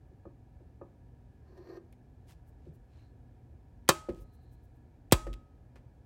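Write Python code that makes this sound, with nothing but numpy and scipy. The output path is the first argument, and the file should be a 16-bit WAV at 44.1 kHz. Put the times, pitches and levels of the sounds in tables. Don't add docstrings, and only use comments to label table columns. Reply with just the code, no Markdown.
import sys
import numpy as np
from scipy import signal
from scipy.fft import rfft, irfft
from scipy.io import wavfile

SR = 44100
rng = np.random.default_rng(int(sys.argv[2]) if len(sys.argv) > 2 else 0)


def materialize(psi):
    bounded = np.clip(np.atleast_2d(psi).T, -1, 1)
    quanta = np.round(bounded * 32767).astype(np.int16)
    wavfile.write(sys.argv[1], SR, quanta)


N = 266805
T = np.arange(N) / SR

# t/s, snap level/dB, crack level/dB, jaws level/dB, board level/dB,
# thump level/dB, thump t60/s, lingering ring level/dB, room send level/dB
WIRE_SNIPS = [(3.8897, 3.5, -9.5, -29, -19.5, -9, 0.037, -42, 8.5),
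              (5.1226, 2, -10.5, -43.5, -25, -4.5, 0.2, -43.5, 5.5)]
# f/Hz, first cut level/dB, second cut level/dB
CRACK_COLOUR = [(199, -3.5, -0.5), (405, 10, 12.5), (752, 0.5, 6), (1190.4, 11, 6.5), (1980, 0, 2),
                (3040, -2, 3.5), (4230, 0.5, 3.5), (6300, 0.5, -2.5), (8000, 0, 2.5), (10400, -5.5, -2),
                (11314, -11.5, -6.5), (14000, -1, 0), (15000, -10.5, -1.5), (16500, -15.5, -7)]
# f/Hz, level/dB, t60/s
BOARD_MODES = [(153, -15.5, 0.21), (334.8, -6.5, 0.17), (378, -5, .12), (473, -3, .05), (554, -7.5, 0.1),
               (658, -8.5, 0.083), (762, -8, 0.035), (1020, 0, .08), (1110, -6.5, 0.12), (1238, 0, 0.049),
               (1446, -15.5, 0.068), (1590, -12, .07), (1684, -12, 0.038), (1762, -6, .06),
               (2440, -14.5, 0.13), (2630, -14, 0.13)]
# f/Hz, level/dB, t60/s
JAW_MODES = [(3050, -3, 0.079), (3150, -3, 0.091), (3726, 2.5, 0.07), (3849, -3.5, .06), (3945, 1.5, 0.035),
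             (4430, -2.5, 0.061), (4200, -10.5, 0.041), (4880, -7.5, 0.028), (4940, 1, 0.051),
             (6000, -17.5, 0.067), (6670, -5, 0.065), (6860, -16.5, 0.023), (7500, -10.5, 0.027),
             (7200, 1.5, 0.049), (8284, -7.5, 0.024), (11250, -4.5, .06)]
# f/Hz, level/dB, t60/s
LINGER_MODES = [(1267, 3, 0.64), (623, -4.5, 0.42), (850, -13, 0.6)]
# t/s, level/dB, contact cut-off f/Hz, rebound over knock level/dB
BOARD_KNOCKS = [(0.112, -57, 410, -7), (0.2532, -50, 1100, 13.5), (0.603, -56.5, 445, -1),
                (0.8135, -44.5, 1090, 5), (1.686, -56, 400, -6), (2.664, -46, 350, -8),
                (4.0861, -29.5, 530, -6.5), (5.267, -38.5, 776, 0), (5.758, -60, 2200, -6)]
# t/s, level/dB, centre f/Hz, t60/s
TIP_TICKS = [(1.576, -70, 3530, 0.056), (1.673, -65, 1300, 0.029), (1.772, -67, 1900, 0.051),
             (1.925, -66, 11500, 0.025), (1.927, -66.5, 2340, 0.046), (4.09, -53, 1800, 0.081),
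             (5.268, -52.5, 1620, 0.076), (5.33, -49, 3200, 0.027), (5.338, -45, 2780, 0.017),
             (5.757, -62, 1900, 0.12)]
# t/s, extra level/dB
SOLDER_SNAGS = [(1.579, 5.5), (1.70, 4.5)]
# f/Hz, level/dB, t60/s
IRON_MODES = [(1604, -3.5, 0.039), (1816, -4, 0.05), (4310, -1.5, 0.011), (4870, -7, 0.006),
              (5800, -12.5, 0.013), (12000, -10.5, 0.0089)]
# f/Hz, level/dB
RASP_COLOUR = [(250, -21), (350, 14), (650, 5.5), (1150, -6.5), (1400, -14), (2300, -13.5), (3200, -26),
               (5500, -20.5), (7000, -32), (15000, -48)]
# peak t/s, level/dB, half length/s, top edge f/Hz
HAND_SLIDES = [(2.307, -63, 0.027, 13000), (2.656, -78.5, 0.058, 3000), (2.985, -73.5, 0.08, 2190),
               (4.165, -71, 0.06, 11000)]
# f/Hz, level/dB
SLIDE_COLOUR = [(300, 2), (1200, -3), (2500, -1.5), (4500, -4.5), (7500, -6), (11000, -9), (16000, -9)]
# peak t/s, level/dB
SKIN_BRUSHES = [(2.486, -77.5), (2.75, -80), (4.218, -71), (4.345, -77.5), (4.435, -85), (4.534, -77),
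                (4.647, -81), (4.765, -87)]
# peak t/s, level/dB, half length/s
NARROW_RUBS = [(3.013, -82.5, 0.088), (4.399, -86, 0.24)]
# peak t/s, level/dB, half length/s, f/Hz
LOW_BUMPS = [(2.70, -45.5, 0.015, 150), (4.198, -43, 0.043, 48), (5.293, -33.5, 0.061, 47.5)]
# f/Hz, level/dB
ROOM_COLOUR = [(60, -5.5), (350, 3.5), (1000, 5), (3000, 0), (8000, 4), (15000, -8)]
# f/Hz, density level/dB
AIR_COLOUR = [(15, -46.5), (25, -13), (53, -1.5), (123, -7), (175, -16), (242, -19), (270, -15.5),
              (344, -21.5), (451, -23.5), (936, -36), (1040, -41), (1700, -41.5), (1940, -46.5),
              (2480, -49.5), (16000, -62)]
# f/Hz, level/dB, filter width/Hz
HUM_BANDS = [(75.08, -64, 11), (118.8, -64.5, 2.7), (241.6, -72, 3.5), (735, -77.5, 130), (948, -84.5, 46),
             (1694, -86.5, 140), (2350, -92.5, 460)]

SLAM_S = 0.0007
BITE_LEAD_S, BITE_DB, BITE_HZ, BITE_T60_S = 0.01, -51, 2200, 0.05
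TICK_WIDTH_RATIO = 0.43
THUD_DB, THUD_T60_S = 4.5, 0.08
HELD_T60_S = 0.37
REBOUND_S, REBOUND_HZ = 0.00854, 366
NODE_HZ, NODE_WIDTH_HZ = 1032, 124
DRAG_START_S, DRAG_LIFT_S = 1.479, 1.775
DRAG_DB, PRESS_DB_PER_S = -63.5, 48.5
DRAG_ATTACK_S, DRAG_RELEASE_S = 0.044, 0.0025
SNAG_HALF_S = 0.011
BRUSH_HALF_S, BRUSH_HZ, BRUSH_WIDTH_HZ = 0.018, 12800, 13000
RUB_HZ, RUB_WIDTH_HZ = 4100, 440


def snips(board, snap_t60_s=0.00083, snap_hz=6000, crack_t60_s=0.056, crack_high_t60_s=0.029,
          rise_s=0.00044, dive_hz=850, settle_hz=5, dive_s=0.0014):
    out = np.zeros(N)
    jaws = ring(JAW_MODES)
    linger = ring(LINGER_MODES)
    hz, *colours = np.transpose(CRACK_COLOUR)
    for snip, colour in zip(WIRE_SNIPS, colours):
        s, snap_db, crack_db, jaws_db, board_db, thump_db, thump_t60_s, linger_db, _ = snip
        snap = passband(rng.standard_normal(SR), snap_hz, "high", order=2) * fade(snap_t60_s)
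        crack = dying_noise(list(zip(hz, colour)), 3400, crack_t60_s, crack_high_t60_s)
        crack *= 1 - np.exp(-T[:SR] / rise_s)
        modes = undb(jaws_db) * jaws + undb(board_db) * board + undb(linger_db) * linger
        spring_back = undb(thump_db) * thump(dive_hz, settle_hz, dive_s, thump_t60_s)
        add(out, s, undb(snap_db) * snap + undb(crack_db) * crack)
        add(out, s + SLAM_S, modes + spring_back)
    return out


def thump(start_hz, end_hz, sweep_s, t60_s):
    hz = end_hz + (start_hz - end_hz) / (1 + T[:SR] / sweep_s)
    wave = np.sin(2 * np.pi * np.cumsum(hz) / SR)
    return wave * np.sqrt(hz / start_hz) * fade(t60_s)


def knocks(board, dive_hz=640, settle_hz=245, dive_s=0.00588, bench_db=-6.0, bench_hz=370, bench_t60_s=0.24):
    out = np.zeros(N)
    held = (board - band(board, NODE_HZ, NODE_WIDTH_HZ)) * fade(HELD_T60_S)
    blow = held + undb(THUD_DB) * thump(dive_hz, settle_hz, dive_s, THUD_T60_S)
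    rebound = passband(held, REBOUND_HZ, "low", order=3)
    bench_envelope = fade(bench_t60_s) * (1 - np.exp(-T[:SR] / 0.0013))
    for s, db, soft_hz, rebound_db in BOARD_KNOCKS:
        shudder = unit(passband(rng.standard_normal(SR), bench_hz, "low", order=4)) * bench_envelope
        softened = passband(blow, soft_hz, "low", order=3)
        add(out, s, undb(db) * (softened + undb(bench_db) * shudder))
        add(out, s + REBOUND_S, undb(db + rebound_db) * rebound)
    return out


def ticks():
    out = np.zeros(N)
    bites = [(s - BITE_LEAD_S, snap_db + BITE_DB, BITE_HZ, BITE_T60_S) for s, snap_db, *_ in WIRE_SNIPS]
    for s, db, hz, t60_s in TIP_TICKS + bites:
        contact = unit(band(rng.standard_normal(SR), hz, TICK_WIDTH_RATIO * hz))
        add(out, s, undb(db) * contact * fade(t60_s))
    return out


def scrape(board, soft_hz=355, soft_width_hz=70, iron_db=-17.5, rasp_db=-7, catch_db=1.0):
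    catching_db = catch_db * unit(passband(rng.standard_normal(N), 89, "low", order=2))
    force = pressure() * undb(catching_db)
    soft_board = unit(band(board, soft_hz, soft_width_hz))
    response = (soft_board + undb(iron_db) * unit(ring(IRON_MODES))) / np.sqrt(SR)
    shaken = signal.fftconvolve(force * friction(rough_db=1.5), response)[:N]
    return shaken + undb(rasp_db) * force * noise(RASP_COLOUR, size=N)


def pressure():
    held_s = np.clip(T, DRAG_START_S, DRAG_LIFT_S)
    before_s = np.maximum(held_s - T, 0)
    after_s = np.maximum(T - held_s, 0)
    contact = np.exp(-before_s / DRAG_ATTACK_S - after_s / DRAG_RELEASE_S)
    snag_db = sum(db * swell(s, 0, SNAG_HALF_S) for s, db in SOLDER_SNAGS)
    return contact * undb(DRAG_DB + PRESS_DB_PER_S * (held_s - DRAG_START_S) + snag_db)


def brushes(slide_rough_db=3.5):
    grain = friction(rough_db=3.0)
    roughness = unit(passband(rng.standard_normal(N), 250, "low", order=2))
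    skin = noise(SLIDE_COLOUR, size=N) * undb(slide_rough_db * roughness)
    slides = sum(swell(s, db, half_s) * unit(passband(skin, top_hz, "low", order=1))
                 for s, db, half_s, top_hz in HAND_SLIDES)
    airy_level = sum(swell(s, db, BRUSH_HALF_S) for s, db in SKIN_BRUSHES)
    airy = airy_level * narrow(grain, BRUSH_HZ, BRUSH_WIDTH_HZ)
    rubs = sum(swell(*row) for row in NARROW_RUBS) * narrow(grain, RUB_HZ, RUB_WIDTH_HZ)
    return slides + airy + rubs


def low_bumps():
    return sum(swell(s, db, half_s) * np.cos(2 * np.pi * hz * (T - s)) for s, db, half_s, hz in LOW_BUMPS)


def room(x, wet_db=-16, low_t60_s=0.37, high_t60_s=0.18, split_hz=3500, build_s=0.004):
    tail = dying_noise(ROOM_COLOUR, split_hz, low_t60_s, high_t60_s)
    tail *= 1 - np.exp(-(T[:SR] / build_s) ** 2)
    return undb(wet_db) * signal.fftconvolve(x, unit(tail) / np.sqrt(SR))[:N]


def snip_spikes():
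    out = np.zeros(N)
    for s, *_, send_db in WIRE_SNIPS:
        out[int(s * SR)] = undb(send_db)
    return out


def workshop(air_db=-56):
    hum = sum(undb(db) * narrow(rng.standard_normal(N), hz, width_hz) for hz, db, width_hz in HUM_BANDS)
    return undb(air_db) * noise(AIR_COLOUR, size=N) + hum


def ring(modes):
    out = np.zeros(SR)
    for k, (hz, db, t60_s) in enumerate(modes):
        out += (-1) ** k * undb(db) * fade(t60_s) * np.sin(2 * np.pi * hz * T[:SR])
    return out


def friction(rough_db):
    size = np.minimum(rng.standard_exponential(N), 6)
    return unit(rng.standard_normal(N) * undb(rough_db * size))


def noise(points, size):
    hz, db = np.transpose(points)
    f = np.maximum(np.fft.rfftfreq(size, 1 / SR), 1)
    gain = undb(np.interp(np.log(f), np.log(hz), db))
    return unit(irfft(rfft(rng.standard_normal(size)) * gain, size))


def dying_noise(points, split_hz, low_t60_s, high_t60_s):
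    x = noise(points, size=SR)
    low = passband(x, split_hz, "low", order=1)
    return low * fade(low_t60_s) + (x - low) * fade(high_t60_s)


def band(x, hz, width_hz):
    b, a = signal.iirpeak(hz, hz / width_hz, fs=SR)
    return signal.lfilter(b, a, x)


def narrow(x, hz, width_hz):
    return unit(band(band(x, hz, width_hz), hz, width_hz))


def passband(x, hz, kind, order):
    return signal.sosfilt(signal.butter(order, hz, kind, fs=SR, output="sos"), x)


def swell(s, db, half_s):
    return undb(db) * np.exp(-((T - s) / half_s) ** 2)


def fade(t60_s):
    return np.exp(-np.log(1000) * T[:SR] / t60_s)


def undb(db):
    return 10 ** (np.asarray(db) / 20)


def unit(x):
    return x / np.sqrt(np.mean(x ** 2))


def add(out, s, x):
    i = int(s * SR)
    out[i:i + len(x)] += x[:N - i]


def scene(snip_ring_send_db=-15):
    board = ring(BOARD_MODES)
    cuts = snips(board)
    handling = knocks(board) + ticks() + scrape(board) + brushes()
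    echoes = room(handling + snip_spikes() + undb(snip_ring_send_db) * cuts)
    return (cuts + handling + low_bumps() + echoes + workshop())[None]


def record(dry, ceiling=1.1, bass_hz=38, top_hz=15900):
    rounded = ceiling * np.tanh(dry / ceiling)
    x = passband(rounded, bass_hz, "high", order=4)
    return signal.sosfilt(signal.ellip(8, 0.2, 70, top_hz, fs=SR, output="sos"), x)


dry = scene()
out = record(dry)
materialize(out)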